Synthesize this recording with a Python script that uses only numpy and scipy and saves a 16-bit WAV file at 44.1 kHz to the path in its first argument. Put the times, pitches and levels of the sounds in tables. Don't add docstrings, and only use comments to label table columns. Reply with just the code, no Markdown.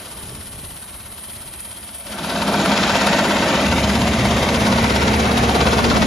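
import sys
import numpy as np
from scipy import signal
from scipy.fft import rfft, irfft, next_fast_len
from scipy.io import wavfile
from scipy.ndimage import map_coordinates

SR = 44100
rng = np.random.default_rng(int(sys.argv[2]) if len(sys.argv) > 2 else 0)


def file_out(sig):
    cols = np.atleast_2d(sig).T
    lim = np.clip(cols, -1, 1)
    pcm = np.round(lim * 32767).astype(np.int16)
    wavfile.write(sys.argv[1], SR, pcm)


N = 267246

# time_s, speed_hz
SHAFT_SPEED = [(0, 16.87), (.9, 16.895), (1.8, 16.935), (2.4, 16.915), (3.4, 16.925), (4.3, 16.96),
               (5.2, 16.905), (6.06, 16.94)]

TIME_S = np.arange(N) / SR
SHAFT_HZ = SHAFT_SPEED[0][1]
LIFT_S = 2.03
# from_s, to_s
SHADE_S, APPROACH_S, UNDERSIDE_S, LAST_STEP_S = (2.9, 4), (3.65, 4.96), (3.62, 3.70), (5.6, 5.9)


def amp(db):
    return 10 ** (np.asarray(db) / 20)


def unit(x):
    return x / np.sqrt(np.mean(x ** 2) + 1e-20)


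def along(points, hz):
    f, v = np.transpose(points)
    return np.interp(np.log(hz + 1), np.log(f + 1), v)


def ramp(start_s, end_s):
    return np.clip((TIME_S - start_s) / (end_s - start_s), 0, 1)


def swell(at_s, sigma_s):
    return np.exp(-.5 * ((TIME_S - at_s) / sigma_s) ** 2)


def wobble(rate_hz):
    knots = rng.standard_normal(int(N * rate_hz / SR) + 4)
    fine = np.arange(0, len(knots) - 1, .0625)
    return np.interp(TIME_S * rate_hz, fine, map_coordinates(knots, [fine]))


def tone(cycles, waver_db, waver_hz):
    return unit(np.sin(2 * np.pi * (cycles + rng.random())) * amp(waver_db * wobble(waver_hz)))


def filtered(x, response):
    size = next_fast_len(N + SR // 2)
    return irfft(rfft(x, size) * response(np.fft.rfftfreq(size, 1 / SR)), size)[..., :N]


def resonances(modes, hz):
    return sum(amp(db) * 1j * hz * w / (f * f - hz * hz + 1j * hz * w) for f, w, db in modes)


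def resonate(drive, modes, tilt):
    return unit(filtered(drive, lambda hz: resonances(modes, hz) * amp(along(tilt, hz))))


def spread(pair, spectrum, width=1):
    # freq_hz, coherence
    likeness = [(200, .85), (600, .8), (1000, .7), (1600, .3), (2200, .62), (2900, .45), (3800, .78),
                (5000, .68), (6000, .9), (7500, 1)]

    def mid_side(hz):
        apart = hz ** 8 / (hz ** 8 + 180 ** 8)
        angle = apart * np.arccos(np.clip(along(likeness, hz), -1, 1)) / 2
        return amp(along(spectrum, hz)) * [np.cos(angle), np.sin(angle)]

    mid, side = filtered(pair, mid_side)
    return unit(np.array([mid + width * side, mid - width * side]))


def level(start_db, muted_db, open_db, beside_db, swell_s, lift_s=LIFT_S, change_s=SHADE_S):
    quiet = amp(start_db + (muted_db - start_db) * ramp(0, .79))
    full = amp(open_db + (beside_db - open_db) * ramp(*change_s))
    return quiet + (full - quiet) * ramp(lift_s, lift_s + swell_s)


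def last_step(share=1):
    return amp(share * 2.5 * ramp(*LAST_STEP_S))


def distance_m(far_m=5, walk_m_per_s=1.55):
    walked_s = np.maximum(TIME_S - APPROACH_S[0], 0)
    return np.maximum(far_m - walk_m_per_s * walked_s, 1)


def bounce(x, lag_ms, share):
    n = np.arange(N)
    echo = np.array([np.interp(n - lag_ms * SR / 1000, n, channel) for channel in x])
    return (x + share * echo) / np.sqrt(1 + share ** 2)


def ground_bounce(x):
    return bounce(x, lag_ms=3.6 / np.sqrt(distance_m()), share=.35 / distance_m())


def track_bounce(x):
    passing = ramp(3.2, 4.0)
    return bounce(x, lag_ms=np.interp(passing, [0, 1], (2.15, 1.05)), share=.33 * np.sin(np.pi * passing))


def shaft_turns():
    return np.cumsum(np.interp(TIME_S, *np.transpose(SHAFT_SPEED))) / SR + .21


def stroke_db(turns):
    # phase_turns, level_db
    stroke = [(.025, -2.5), (.075, -1.5), (.17, 0), (.27, -0.75), (.43, -2.5), (.68, -4)]
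    return np.interp(turns, *np.transpose(stroke), period=1)


def strike_clock(turns, phase_turns):
    return np.floor(turns - phase_turns).astype(int), (turns - phase_turns) % 1 / SHAFT_HZ


def contacts(turns, repeat):
    turn_samples = round(SR / SHAFT_HZ)
    steps = 32 * turn_samples
    pattern = unit(irfft(np.exp(2j * np.pi * rng.random((2, turn_samples // 2 + 1))), steps))
    recurring = pattern[:, (turns * steps).astype(int) % steps]
    return np.sqrt(repeat) * recurring + np.sqrt(1 - repeat) * rng.standard_normal((2, N))


def steel(x, t60_s, wet_db):
    t = np.arange(SR // 16) / SR
    hop = SR // 3
    out = np.pad(x, ((0, 0), (hop, 3 * hop)))
    dry, fade = out.copy(), np.hanning(2 * hop)
    for start in range(0, N + hop, hop):
        tail = rng.standard_normal(len(t)) * amp(-60 * t / t60_s)
        block = dry[:, start:start + 2 * hop] * fade
        rung = signal.fftconvolve(block, tail[None] / np.linalg.norm(tail), axes=1)
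        out[:, start:start + rung.shape[1]] += amp(wet_db) * rung
    return out[:, hop:hop + N]


def clatter(turns, swing_db, spectrum, repeat, width=1):
    hits = contacts(turns, repeat) * amp(swing_db + 1.2 * wobble(90))
    return spread(steel(hits, t60_s=.03, wet_db=-11), spectrum, width)


def wind():
    # time_s, sigma_s, level_db
    puffs = [(0.288, 0.11, -36.5), (0.633, 0.11, -39.5), (1.05, 0.12, -45), (1.43, 0.1, -43)]
    spectrum = [(20, -2), (50, 10), (110, 6), (170, 2), (240, -3), (420, -4.5), (900, -57)]
    envelope = sum(amp(db) * swell(at_s, sigma_s) for at_s, sigma_s, db in puffs)
    return envelope * spread(rng.standard_normal((2, N)), spectrum, width=0)


def rush():
    # freq_hz, level_db
    spectrum = [(400, -28), (700, -4), (950, 2), (1300, -3), (2000, -25)]
    return amp(-47) * swell(.08, .17) * spread(rng.standard_normal((2, N)), spectrum)


def blows(events, t60_s, spectrum):
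    envelope = sum(amp(db - 60 * np.abs(TIME_S - s) / t60_s) * (TIME_S >= s) for s, db in events)
    return envelope * spread(rng.standard_normal((2, N)), spectrum, width=0)


def loose_parts():
    # time_s, relative_db
    clink_events = [(1.6033, -14), (2.5394, -25), (2.5955, -27), (3.0674, -10)]
    # time_s, relative_db
    knock_events = [(2.934, 0), (4.197, -9)]
    clinks = blows(clink_events, t60_s=.065, spectrum=[(1500, -25), (4000, -27), (9000, 25), (15000, -3)])
    knocks = blows(knock_events, t60_s=.03, spectrum=[(30, -9), (80, 20), (300, -13), (900, -32)])
    return amp(-13.5) * clinks + amp(-15) * knocks


def engine(firings, near_db):
    # freq_hz, width_hz, level_db
    pipe_modes = [(124.2, 31, 0)]
    # freq_hz, level_db
    spectrum = [(15, -40), (28, -22), (42, -4), (53, 4.5), (68, 1), (88, 5), (120, 1.5), (152, -28),
                (220, -114), (500, -110)]
    note = amp(.38 * near_db - 2) * tone(firings, waver_db=1.3, waver_hz=6)
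    exhaust = unit(filtered(rng.standard_normal(N), lambda hz: resonances(pipe_modes, hz) ** 2))
    rumble = amp(-5 - .5 * near_db + .36 * wobble(9)) * spread(rng.standard_normal((2, N)), spectrum)
    gain = level(-48, -47.5, -33.5, -24.8, swell_s=1.26, change_s=UNDERSIDE_S)
    return gain * (note + amp(near_db - 4) * exhaust + rumble)


def housing_boom():
    # freq_hz, width_hz, level_db
    modes = [(190.7, 28, 0), (208, 17, 1.5), (248, 50, -1.5), (303, 22, -40)]
    tilt = [(90, -2), (165, 2), (340, -3), (600, -4.5)]
    mid, side = resonate(rng.standard_normal((2, N)), modes, tilt)
    return mid + amp(-6) * ramp(*LAST_STEP_S) * np.array([side, -side])


def diesel(turns, firing_hz=70.5, fan_hz=230.3):
    firings = firing_hz * TIME_S + .063 * wobble(4.95)
    near_db = 9 * (ramp(*UNDERSIDE_S) - 1)
    afar = 1 - ramp(*APPROACH_S)
    rumble = engine(firings, near_db)
    boom = amp(.082 * near_db - 1) * housing_boom()
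    hum = amp(-11) * tone(3 * firings, waver_db=4, waver_hz=11)
    fan = amp(near_db - 5.5) * tone(fan_hz * TIME_S + .06 * wobble(6), waver_db=2.5, waver_hz=5)
    driven = amp(-6) * tone(12 * turns, waver_db=1, waver_hz=5)
    driven += amp(-13) * tone(16 * turns, waver_db=2, waver_hz=5)
    driven *= afar * ramp(LIFT_S, LIFT_S + .1)
    throb = amp(1.6 * afar * np.cos(np.pi * (turns - .13)))
    gain = level(-46, -47.5, -22.5, -22, swell_s=.52) * last_step()
    return rumble + gain * (throb * (boom + driven) + hum + fan)


def loose_panel(turns):
    # freq_hz, level_db
    spectrum = [(700, -42), (1050, 3), (1500, 1), (2300, 2), (3200, -8), (5000, -27), (7000, -50)]
    chatter = contacts(turns, repeat=.2) * amp(3 * wobble(130) + 2 * wobble(500))
    return spread(chatter, spectrum)


def guard(turns):
    # freq_hz, width_hz, level_db
    modes = [(568, 23, 0), (656, 110, -1.5)]
    shakes = contacts(turns, repeat=.13)[0] * amp(.18 * stroke_db(turns))
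    drone = resonate(shakes, modes, tilt=[(300, -32), (600, -10), (1200, -18)])
    return level(-51, -66, -37, -35, swell_s=1, lift_s=1.8) * drone


def bracket(turns, pitch_hz=926, t60_s=.07, attack_s=.005):
    index, age_s = strike_clock(turns, phase_turns=.07)
    size, detune, phase = rng.standard_normal((index[-1] + 1, 3))[index].T
    note = np.sin(2 * np.pi * pitch_hz * (1 + .02 * detune) * age_s + 1.1 * phase)
    envelope = amp(1.7 * size - 60 * age_s / t60_s) * (1 - np.exp(-(age_s / attack_s) ** 2))
    return level(-60, -64, -30.5, -34, swell_s=1.15) * unit(note * envelope)


def plates(turns):
    # shaft_multiple, open_db, beside_chassis_db
    partials = [(32, -10, -5), (34, -6, -9), (39, -4, -6), (42, -4, -6), (48, -6, -5), (50, -9, -6),
                (54, -9, -8), (57, -8, -7), (69, -11, -14), (82, -5, -10), (89, -7, -10), (110, -11, -13)]
    shade, swing_db = ramp(*SHADE_S), stroke_db(turns)
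    singing = np.zeros(N)
    for multiple, open_db, beside_db in partials:
        gain = amp(open_db) * (1 - shade) + amp(beside_db) * shade
        depth = 1.1 if multiple > 45 else .3
        singing += gain * amp(depth * swing_db) * tone(multiple * turns, waver_db=2.5, waver_hz=7)
    return singing


def deck_ring(turns):
    # freq_hz, width_hz, level_db
    modes = [(940, 76, -3), (1380, 26, -2), (1514, 27, -2)]
    strikes = contacts(turns, repeat=.5)[0] * amp(3 * stroke_db(turns))
    ring = resonate(strikes, modes, tilt=[(400, -22), (850, -1), (1650, 1), (3000, -23)])
    return level(-51, -50.5, -25, -31.5, swell_s=.5) * amp(-2) * ring


def top_hiss(turns, clash_db):
    # freq_hz, level_db
    spectrum = [(6000, -86), (7400, -20.5), (8000, -3.5), (9300, -3), (10000, -7.5), (10600, -10.5),
                (12000, -14), (13300, -23), (15000, -15.5), (16000, -40)]
    return amp(-35.5 + .81 * wobble(18)) * clatter(turns, .99 * clash_db, spectrum, repeat=.027)


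def impacts(turns, t60_s=.024, scatter_db=1.4):
    # phase_turns, far_db, near_db
    hits = [(.05, -6, 5.5), (.11, -2, -2), (.165, 2, 3)]
    # freq_hz, level_db
    spectrum = [(700, -45), (1400, -4), (2600, 2), (3600, 2), (5000, 0), (7400, -25), (7900, -45),
                (9000, -90)]
    close = ramp(5.3, 5.8)
    envelope = np.zeros(N)
    for phase_turns, far_db, near_db in hits:
        index, age_s = strike_clock(turns, phase_turns)
        uneven_db = scatter_db * rng.standard_normal(index[-1] + 1)[index]
        envelope += amp(far_db + (near_db - far_db) * close + uneven_db - 60 * age_s / t60_s)
    return np.sqrt(np.mean(envelope ** 2)) * spread(envelope * contacts(turns, repeat=.51), spectrum)


def frame(turns, clash_db):
    # freq_hz, level_db
    early_spectrum = [(150, -48), (250, -6), (315, 5), (440, -2), (580, 3.5), (680, 2.5), (800, -3.5),
                      (1100, -44)]
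    # freq_hz, level_db
    late_spectrum = [(150, -92), (260, -1.5), (315, -5.5), (370, 0.5), (470, 4.5), (570, 1.5), (700, 3.5),
                     (800, -1), (1100, -50)]
    blend = ramp(*APPROACH_S)
    width = amp(67.7 * blend - 66.5)
    early = clatter(turns, .31 * clash_db, early_spectrum, repeat=.11, width=width)
    late = clatter(turns, .79 * clash_db, late_spectrum, repeat=.13, width=width)
    return np.sqrt(1 - blend) * early + np.sqrt(blend) * late


def deck(turns, clash_db):
    # freq_hz, level_db
    spectrum = [(500, -84), (720, -14), (830, -1), (930, -3), (1080, 0), (1250, -1.5), (1430, -2.5),
                (1700, -6.5), (2300, -52)]
    width = amp(20 * ramp(*APPROACH_S) - 13)
    clash = clatter(turns, .96 * clash_db, spectrum, repeat=.36, width=width)
    return level(-41, -46.5, -22, -25, swell_s=.75) * amp(-2) * clash


def screen(turns, clash_db, wire_gain):
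    # freq_hz, level_db
    mesh_spectrum = [(1200, -43), (1730, -1.5), (1900, 1.5), (2400, -1.5), (2800, -5), (3400, -35),
                     (4500, -60)]
    # freq_hz, level_db
    wire_spectrum = [(2000, -52), (2550, -2.5), (2900, -1.5), (3130, 1.5), (3550, -1), (3830, 0.5),
                     (4400, -3.5), (5000, -3.5), (6000, -7.5), (7500, -5.5), (7900, -29), (9000, -90)]
    mesh = amp(.65) * clatter(turns, .44 * clash_db, mesh_spectrum, repeat=.15)
    wires = amp(.33) * clatter(turns, clash_db, wire_spectrum, repeat=.13)
    mesh_gain = level(-48, -50.5, -25.5, -28.5, swell_s=1)
    return mesh_gain * mesh + wire_gain * last_step(.28) * wires


def shaker(turns):
    passing_panel = swell(3.55, .2)
    blur = 1 - .4 * passing_panel
    sharpness = blur * (.87 + 1.15 / distance_m())
    scatter_db = .3 * wobble(25) + .7 * wobble(450)
    clash_db = sharpness * (stroke_db(turns) + 1.5) + scatter_db
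    frame_gain = level(-44.5, -50, -23, -22.5, swell_s=.63)
    wire_gain = level(-42.5, -45.5, -25, -28, swell_s=.75)
    clash = frame_gain * amp(-.4) * last_step(.64) * frame(turns, clash_db)
    clash += deck(turns, clash_db)
    clash += track_bounce(screen(turns, clash_db, wire_gain))
    clash += wire_gain * amp(3) * last_step(.4) * blur * impacts(turns)
    hiss = top_hiss(turns, clash_db)
    ringing = deck_ring(turns) + frame_gain * amp(-12.5) * plates(turns) + bracket(turns)
    ringing *= amp(3 * swell(3.14, .13))
    drone = guard(turns)
    rattle = amp(-31) * passing_panel * loose_panel(turns)
    return ground_bounce(clash + ringing + drone + rattle) + hiss


def scene():
    turns = shaft_turns()
    return shaker(turns) + diesel(turns) + loose_parts() + wind() + rush()


def record(dry):
    # freq_hz, left_minus_right_db
    balance = [(1300, 0.5), (1720, -1), (1900, 0), (2400, 1.5), (3000, 5.5), (3800, 2.5), (5000, 5),
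               (6000, 0.5), (8000, 2.5)]
    # freq_hz, left_lead_half_cycles
    lead = [(600, 0), (1400, .15), (2000, -.1), (2800, .13), (3800, .03), (5000, .16), (6200, -.08),
            (7000, -.45), (7700, -1), (8550, -1), (9400, -1.39), (10000, -1.64), (10500, -1.87),
            (11200, -2), (12900, -2), (13400, -2.55), (14000, -2.85), (15000, -2.97)]
    sides, top_hz = np.array([[.5], [-.5]]), 15730

    def response(hz):
        tilt_db = along(balance, hz) * (hz > 1000) * (hz < 7700)
        return amp(sides * tilt_db) * np.exp(1j * np.pi * sides * along(lead, hz)) * (hz < top_hz)

    return filtered(dry, response)


dry = scene()
out = record(dry)
file_out(out)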